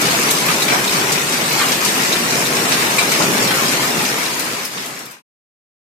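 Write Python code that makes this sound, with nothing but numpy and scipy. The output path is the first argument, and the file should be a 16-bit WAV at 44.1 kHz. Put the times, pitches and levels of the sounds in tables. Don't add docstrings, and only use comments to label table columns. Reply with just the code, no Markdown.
import sys
import numpy as np
from scipy import signal
from scipy.fft import rfft, irfft, next_fast_len
from scipy.io import wavfile
from scipy.ndimage import uniform_filter1d, map_coordinates

SR = 44100
rng = np.random.default_rng(int(sys.argv[2]) if len(sys.argv) > 2 else 0)


def wav_out(sig):
    wavfile.write(sys.argv[1], SR, np.round(np.clip(np.atleast_2d(sig).T, -1, 1) * 32767).astype(np.int16))


N = 256220
TIME = np.arange(N) / SR
PORT_DELAY_S = 0.00047

# frequency in Hz, relative density in dB.
FALL_SPECTRUM = [(24, -57.5), (40, -24.5), (81, -21.5), (133, -3.5), (243, -3.5), (615, -5.5), (1040, -2),
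                 (1630, -4), (2380, -3.5), (3220, -10.5), (3830, -11.5), (7730, -13.5), (10400, -17),
                 (13100, -15), (14800, -19), (16000, -39.5)]


def amp(db):
    return 10 ** (np.asarray(db) / 20)


def unit(x):
    return x / np.sqrt(np.mean(x ** 2) + 1e-20)


def pan(db):
    return amp([[db / 2], [-db / 2]])


def decay(t, t60_s):
    return np.exp(-np.log(1000) * t / t60_s)


def sine(cycles):
    return np.sin(2 * np.pi * cycles)


def along(points, hz):
    f, v = np.transpose(points)
    return np.interp(np.log(hz + 1), np.log(f + 1), v)


def filtered(x, response):
    n = x.shape[-1]
    m = next_fast_len(n + 4096)
    return irfft(rfft(x, m) * response(np.fft.rfftfreq(m, 1 / SR)), m)[..., :n]


def band(hz, low_hz, high_hz):
    return 1 / np.sqrt((1 + (low_hz / (hz + 1)) ** 6) * (1 + (hz / high_hz) ** 6))


def bell(hz, centre_hz, octaves):
    return np.exp(-.5 * (np.log2((hz + 1) / centre_hz) / octaves) ** 2)


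def wobble(rate_hz):
    return map_coordinates(rng.standard_normal(int(N * rate_hz / SR) + 4), [TIME * rate_hz])


def add(track, start_s, sound):
    part = track[:, round(start_s * SR):][:, :sound.shape[1]]
    part += sound[:, :part.shape[1]]


def diffuse(size):
    alike = lambda hz: np.sinc(2 * hz * PORT_DELAY_S)
    noise = rng.standard_normal((2, size))
    mid, side = filtered(noise, lambda hz: np.sqrt([1 + alike(hz), 1 - alike(hz)]))
    return unit(np.array([mid + side, mid - side]))


def burst(t, response):
    return unit(filtered(diffuse(len(t)), response))


def pelting(per_s, spread_db, contact_t60_s, porch_db, wash_db, porch_t60_s=.55):
    start, size = rng.random((int(per_s * N / SR), 2)).T
    blows = np.bincount((start * N).astype(int), amp(spread_db * size) ** 2, N)
    dying = lambda t60_s: unit(np.sqrt(signal.lfilter([1], [1, -amp(-120 / (t60_s * SR))], blows)))
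    energy = dying(contact_t60_s) ** 2 + (amp(porch_db) * dying(porch_t60_s)) ** 2 + amp(wash_db) ** 2
    return unit(np.sqrt(energy) * diffuse(N))


def pings(per_s, centre_hz, octaves, cycles, spread_db):
    count = int(per_s * N / SR)
    pitch, size, life, side = rng.standard_normal((count, 4)).T[..., None]
    hz = np.clip(centre_hz * 2 ** (octaves * pitch), 200, 15000)
    t = np.arange(int(SR * min(8 * cycles / centre_hz, .06))) / SR
    ring = amp(spread_db * np.tanh(size)) * np.exp(-t * hz / (cycles * 2 ** (life / 2))) * sine(hz * t)
    at = rng.integers(0, N, (count, 1)) + np.arange(len(t))
    lags = (rng.uniform(0, 1, (2, count, 1)) * PORT_DELAY_S * SR).astype(int)
    return unit(np.array([np.bincount((at + lag).ravel(), (ring * amp(way * side)).ravel(), N)[:N]
                          for lag, way in zip(lags, (2, -2))]))


def mottled(x, depth_db):
    spectra = signal.stft(x, nperseg=1024)[2]
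    patches = uniform_filter1d(rng.standard_normal(spectra.shape[1:]), size=3, axis=0)
    patches = unit(uniform_filter1d(patches, size=5, axis=1))
    return signal.istft(spectra * amp(depth_db * np.tanh(patches)), nperseg=1024)[1][:, :N]


def flurries_db(rise_s=.056, fall_s=.088):
    # start in seconds, length in seconds, extra drumming in dB.
    flurries = [(-.15, 0.72, 1), (.9, 0.1, 2.5), (1.947, 1.13, 1.4), (3.135, 0.32, 2.5), (3.58, 0.18, 1.6)]
    rise = lambda s: np.clip((TIME - s) / rise_s, 0, 1)
    fall = lambda s: np.exp(-np.maximum(TIME - s, 0) / fall_s)
    return sum(db * rise(s) * fall(s + length_s) for s, length_s, db in flurries)


def surface_levels_db():
    # time in seconds, strength in dB.
    storm = [(0, 2), (.5, 0.57), (1.1, 0.5), (1.35, -1.05), (1.62, 0.76), (2.4, 0), (3.25, 1.5), (3.9, 0),
             (4.6, 1.5), (5.1, 3.4)]
    strength_db = np.interp(TIME, *np.transpose(storm))
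    lull_db = -6.5 * np.exp(-((TIME - 4.69) / .05) ** 2)
    return (.38 * strength_db + lull_db + flurries_db(),
            1.1 * strength_db + lull_db / 2,
            .47 * strength_db + lull_db / 2)


def surface(x, low_hz, high_hz):
    return unit(filtered(x, lambda hz: amp(along(FALL_SPECTRUM, hz)) * band(hz, low_hz, high_hz)))


def roof(level_db):
    # resonance in Hz, boost in dB.
    modes = [(135, 2), (252, 1.5), (325, 1.5), (400, 2.5)]
    boost = lambda hz: amp(sum(db * bell(hz, mode_hz, octaves=.053) for mode_hz, db in modes))
    drumming = pelting(per_s=420, spread_db=6, contact_t60_s=.025, porch_db=-6, wash_db=0)
    return amp(level_db - 24.5) * surface(filtered(drumming, boost), 122, 628)


def yard(level_db):
    clatter = pelting(per_s=330, spread_db=16, contact_t60_s=.012, porch_db=0, wash_db=6)
    clatter = mottled(surface(clatter, 700, 3600), depth_db=4)
    patter = pelting(per_s=60, spread_db=6, contact_t60_s=.016, porch_db=-7, wash_db=-30)
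    patter = surface(patter, 1500, 6000)
    taps = pings(per_s=130, centre_hz=1990, octaves=.6, cycles=24, spread_db=3.5)
    mix = amp(-22) * clatter + amp(-31) * patter + amp(-30.5) * taps
    return amp(level_db + .4 * wobble(13)) * mix


def paving(level_db):
    spatter = pelting(per_s=300, spread_db=20, contact_t60_s=.006, porch_db=4, wash_db=3)
    spatter = mottled(surface(spatter, 3640, 9000), depth_db=7.5)
    spray = pelting(per_s=330, spread_db=20, contact_t60_s=.004, porch_db=3, wash_db=4)
    spray = mottled(surface(spray, 9000, 18000), depth_db=4)
    tinkles = pings(per_s=110, centre_hz=4800, octaves=.5, cycles=24, spread_db=5)
    cracks = pings(per_s=48, centre_hz=9600, octaves=.37, cycles=3, spread_db=15.5)
    mix = amp(-23) * spatter + amp(-28.5) * spray + amp(-36) * tinkles + amp(-45) * cracks
    return amp(level_db + .22 * wobble(23)) * mix


def air_rumble():
    return amp(-48.5) * unit(filtered(rng.standard_normal((2, N)), lambda hz: band(hz, 24, 110)))


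def fittings(level_db):
    ticks = sum(pings(per_s=30, centre_hz=hz, octaves=.05, cycles=24, spread_db=3)
                for hz in (3790, 5360))
    return amp(level_db - 38.5) * ticks


def strikes(hits, octaves, contact_t60_s, contact_db, echo_t60_s, ring_db, main_db, crush_s=.0008):
    out, t = np.zeros((2, N)), np.arange(SR // 3) / SR
    contact = amp(contact_db) * decay(t, contact_t60_s)
    echo = decay(t, echo_t60_s) * (1 - np.exp(-t / .0024))
    for start_s, db, pitch_hz, pan_db in hits:
        noise = burst(t, lambda hz: bell(hz, pitch_hz, octaves) * amp(along(FALL_SPECTRUM, hz)))
        modes_hz = pitch_hz * 2 ** (octaves * rng.uniform(-.5, .97, (5, 1, 1)))
        ring = unit(sine(modes_hz * t + rng.random((5, 2, 1))).sum(axis=0))
        main = unit(sine(pitch_hz * t + .5 * rng.random((2, 1))))
        onset = 1 - np.exp(-t / (crush_s + 1 / pitch_hz))
        stone = unit(noise + amp(ring_db) * ring + amp(main_db) * main)
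        add(out, start_s, amp(db) * pan(pan_db) * stone * onset * np.hypot(contact, echo))
    return out


def clacks():
    # start in seconds, relative level in dB, brightness in Hz, left-right in dB.
    hits = [(.012, -17, 7350, -0.5), (.307, -13, 10100, -0.5), (.46, -21.5, 10900, 3.5),
            (.532, -22.5, 6000, 0.5), (.62, -19, 7140, 3), (.922, -19, 6350, 0), (1.12, -15, 6900, 2),
            (1.527, -22.5, 9000, 6), (1.718, -14, 5130, 1), (1.847, -14.5, 7400, 4.5),
            (2.122, -18, 5400, 6), (2.72, -14.5, 4020, -9), (2.814, -22, 7050, 0), (3.116, -17, 7530, 4.5),
            (3.222, -17, 5630, 2.5), (3.68, -20, 6000, 2), (3.715, -19, 7000, 2), (4.05, -17, 4560, 3),
            (4.393, -16, 10000, 4), (4.649, -15, 10100, -1), (4.775, -15, 3740, -5), (4.857, -21, 9100, 12),
            (4.99, -16.5, 7750, 5), (5.055, -19, 10500, 8), (5.11, -14, 9500, 3)]
    return amp(1.4) * strikes(hits, octaves=.8, contact_t60_s=.024, contact_db=2, echo_t60_s=.14,
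                              ring_db=-13, main_db=-22.5)


def tinks(half_width_hz=220):
    # start in seconds, level in dB, pitch in Hz, left-right in dB.
    hits = [(.31, -18, 3770, -2), (0.619, -13, 3830, -6), (0.874, -16, 3840, -10), (2.126, -14, 3910, -11),
            (2.454, -18, 3670, -3), (2.722, -27, 3980, -1), (4.047, -21, 5170, 2), (4.061, -16, 6170, 0),
            (4.091, -19, 5260, -2), (4.259, -15, 3920, -3), (4.4, -17, 4130, -1), (4.65, -13, 5170, -1.5),
            (4.992, -19, 5400, -6), (5.062, -19, 3600, -3)]
    out, t = np.zeros((2, N)), np.arange(SR // 8) / SR
    onset = 1 - np.exp(-t / .002)
    envelope = decay(t, .065) * onset
    for start_s, db, pitch_hz, pan_db in hits:
        modes_hz = pitch_hz + half_width_hz * (np.linspace(-1, 1, 7) + rng.uniform(-.2, .2, 7))
        phases = rng.random((7, 1, 1)) + .5 * rng.random((7, 2, 1))
        cluster = sine(modes_hz[:, None, None] * t + phases).sum(axis=0)
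        ring = unit(cluster * envelope) * np.sqrt(np.mean(envelope ** 2))
        splash = burst(t, lambda hz: bell(hz, pitch_hz, octaves=.5)) * decay(t, .06) * onset
        add(out, start_s, amp(db) * pan(pan_db) * (ring + amp(-7) * splash))
    return out


def knocks():
    # start in seconds, level in dB, pitch in Hz, left-right in dB.
    hits = [(.484, -16.5, 2375, -6.5), (.682, -15, 2316, 6.5), (.705, -19, 387, -1), (.72, -17, 2310, 0),
            (.727, -15, 750, -0.5), (.745, -18, 990, 0.5), (1.153, -18.5, 2580, 1),
            (1.632, -23.5, 1690, -4.5), (2.716, -19, 2430, -0.5), (3.118, -16, 2320, -2),
            (3.198, -16.5, 364, 0.5), (3.201, -15, 700, 1.5), (3.249, -23, 890, 3.5), (3.275, -18, 177, -1),
            (3.32, -19, 191, 1.5), (3.385, -17.5, 250, 0.5), (3.44, -19, 189, 0), (3.722, -18.5, 2270, 3),
            (3.89, -18.5, 350, -2.5), (3.975, -16, 140, 2.5)]
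    return strikes(hits, octaves=.93, contact_t60_s=.022, contact_db=5, echo_t60_s=.18,
                   ring_db=-8.5, main_db=-5)


def bounces(gap_s=.017, high_hz=4000):
    # start in seconds, length in seconds, level in dB, lowest mode in Hz, left-right in dB.
    runs = [(0.484, .025, -15.5, 1120, -2), (0.68, .075, -22, 686, 0.5), (1.597, .042, -17, 1300, -1.5)]
    out, t = np.zeros((2, N)), np.arange(SR // 4) / SR
    for start_s, length_s, db, low_hz, pan_db in runs:
        for delay_s in np.arange(0, length_s, gap_s):
            modes_hz = np.geomspace(low_hz, high_hz, 9) * rng.uniform(.88, 1.12, 9)
            ring = unit(sine(modes_hz[:, None, None] * t + .5 * rng.random((9, 2, 1))).sum(axis=0))
            echo = burst(t, lambda hz: band(hz, low_hz, high_hz) ** 2)
            stone = ring * decay(t, .12) + amp(-7) * echo * decay(t, .22)
            contact_s = start_s + delay_s * rng.uniform(.85, 1.15)
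            add(out, contact_s, amp(db + rng.uniform(-2, 2)) * pan(pan_db) * stone)
    return out


def struck_body(hits, modes, crash_hz, crash_db, crash_t60_s):
    out, t = np.zeros((2, N)), np.arange(SR // 3) / SR
    onset = 1 - np.exp(-t / .0025)
    for start_s, db, pan_db in hits:
        ring = np.zeros((2, len(t)))
        for mode_hz, mode_db, t60_s in modes:
            envelope = amp(mode_db + rng.uniform(-2, 2)) * decay(t, t60_s)
            ring += envelope * sine(mode_hz * t + rng.random() + .37 * rng.random((2, 1)))
        crash = burst(t, lambda hz: bell(hz, crash_hz, octaves=1)) * decay(t, crash_t60_s)
        add(out, start_s, amp(db) * onset * (pan(pan_db) * ring + amp(crash_db) * crash))
    return out


def clank():
    # start in seconds, level in dB, left-right of the ring in dB.
    hits = [(2.983, -8, 5), (3.008, -17, 3)]
    # mode in Hz, relative level in dB, t60 in seconds.
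    sheet_modes = [(2140, -7, 0.053), (2335, 2, 0.073), (2580, -1, 0.046), (3900, -4.5, .086),
                   (5050, -6, .04), (8200, -8, 0.11)]
    return struck_body(hits, sheet_modes, crash_hz=2913, crash_db=-4.5, crash_t60_s=.15)


def bonk():
    # start in seconds, level in dB, left-right of the ring in dB.
    hits = [(3.508, -10, 2.5)]
    # mode in Hz, relative level in dB, t60 in seconds.
    hollow_modes = [(1504, -0.5, 0.091), (1590, -1, 0.032), (2030, -7.5, .05)]
    return struck_body(hits, hollow_modes, crash_hz=1600, crash_db=-2, crash_t60_s=.09)


def scene():
    roof_db, yard_db, paving_db = surface_levels_db()
    downpour = roof(roof_db) + yard(yard_db) + paving(paving_db) + air_rumble() + fittings(paving_db)
    return downpour + clacks() + tinks() + knocks() + bounces() + clank() + bonk()


def record(dry, ceiling=.8, end_s=5.222, fade_s=1.4, top_hz=16100):
    # frequency in Hz, left-right in dB.
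    port_balance = [(60, 9.5), (110, -2.5), (200, 1.5), (380, 0), (700, 0.5), (1290, 3), (2380, 4.5),
                    (4400, -0.5), (8120, 0), (15000, 13)]
    ports = lambda hz: np.sqrt(2 / (1 + amp(np.outer([-2, 2], along(port_balance, hz)))))
    coloured = filtered(dry, ports)
    rounded = coloured / (1 + np.abs(coloured / ceiling) ** 6) ** (1 / 6)
    fade = np.clip((end_s - TIME) / fade_s, 0, 1)
    return filtered(rounded * fade, lambda hz: 1 / (1 + (hz / top_hz) ** 250))


dry = scene()
out = record(dry)
wav_out(out)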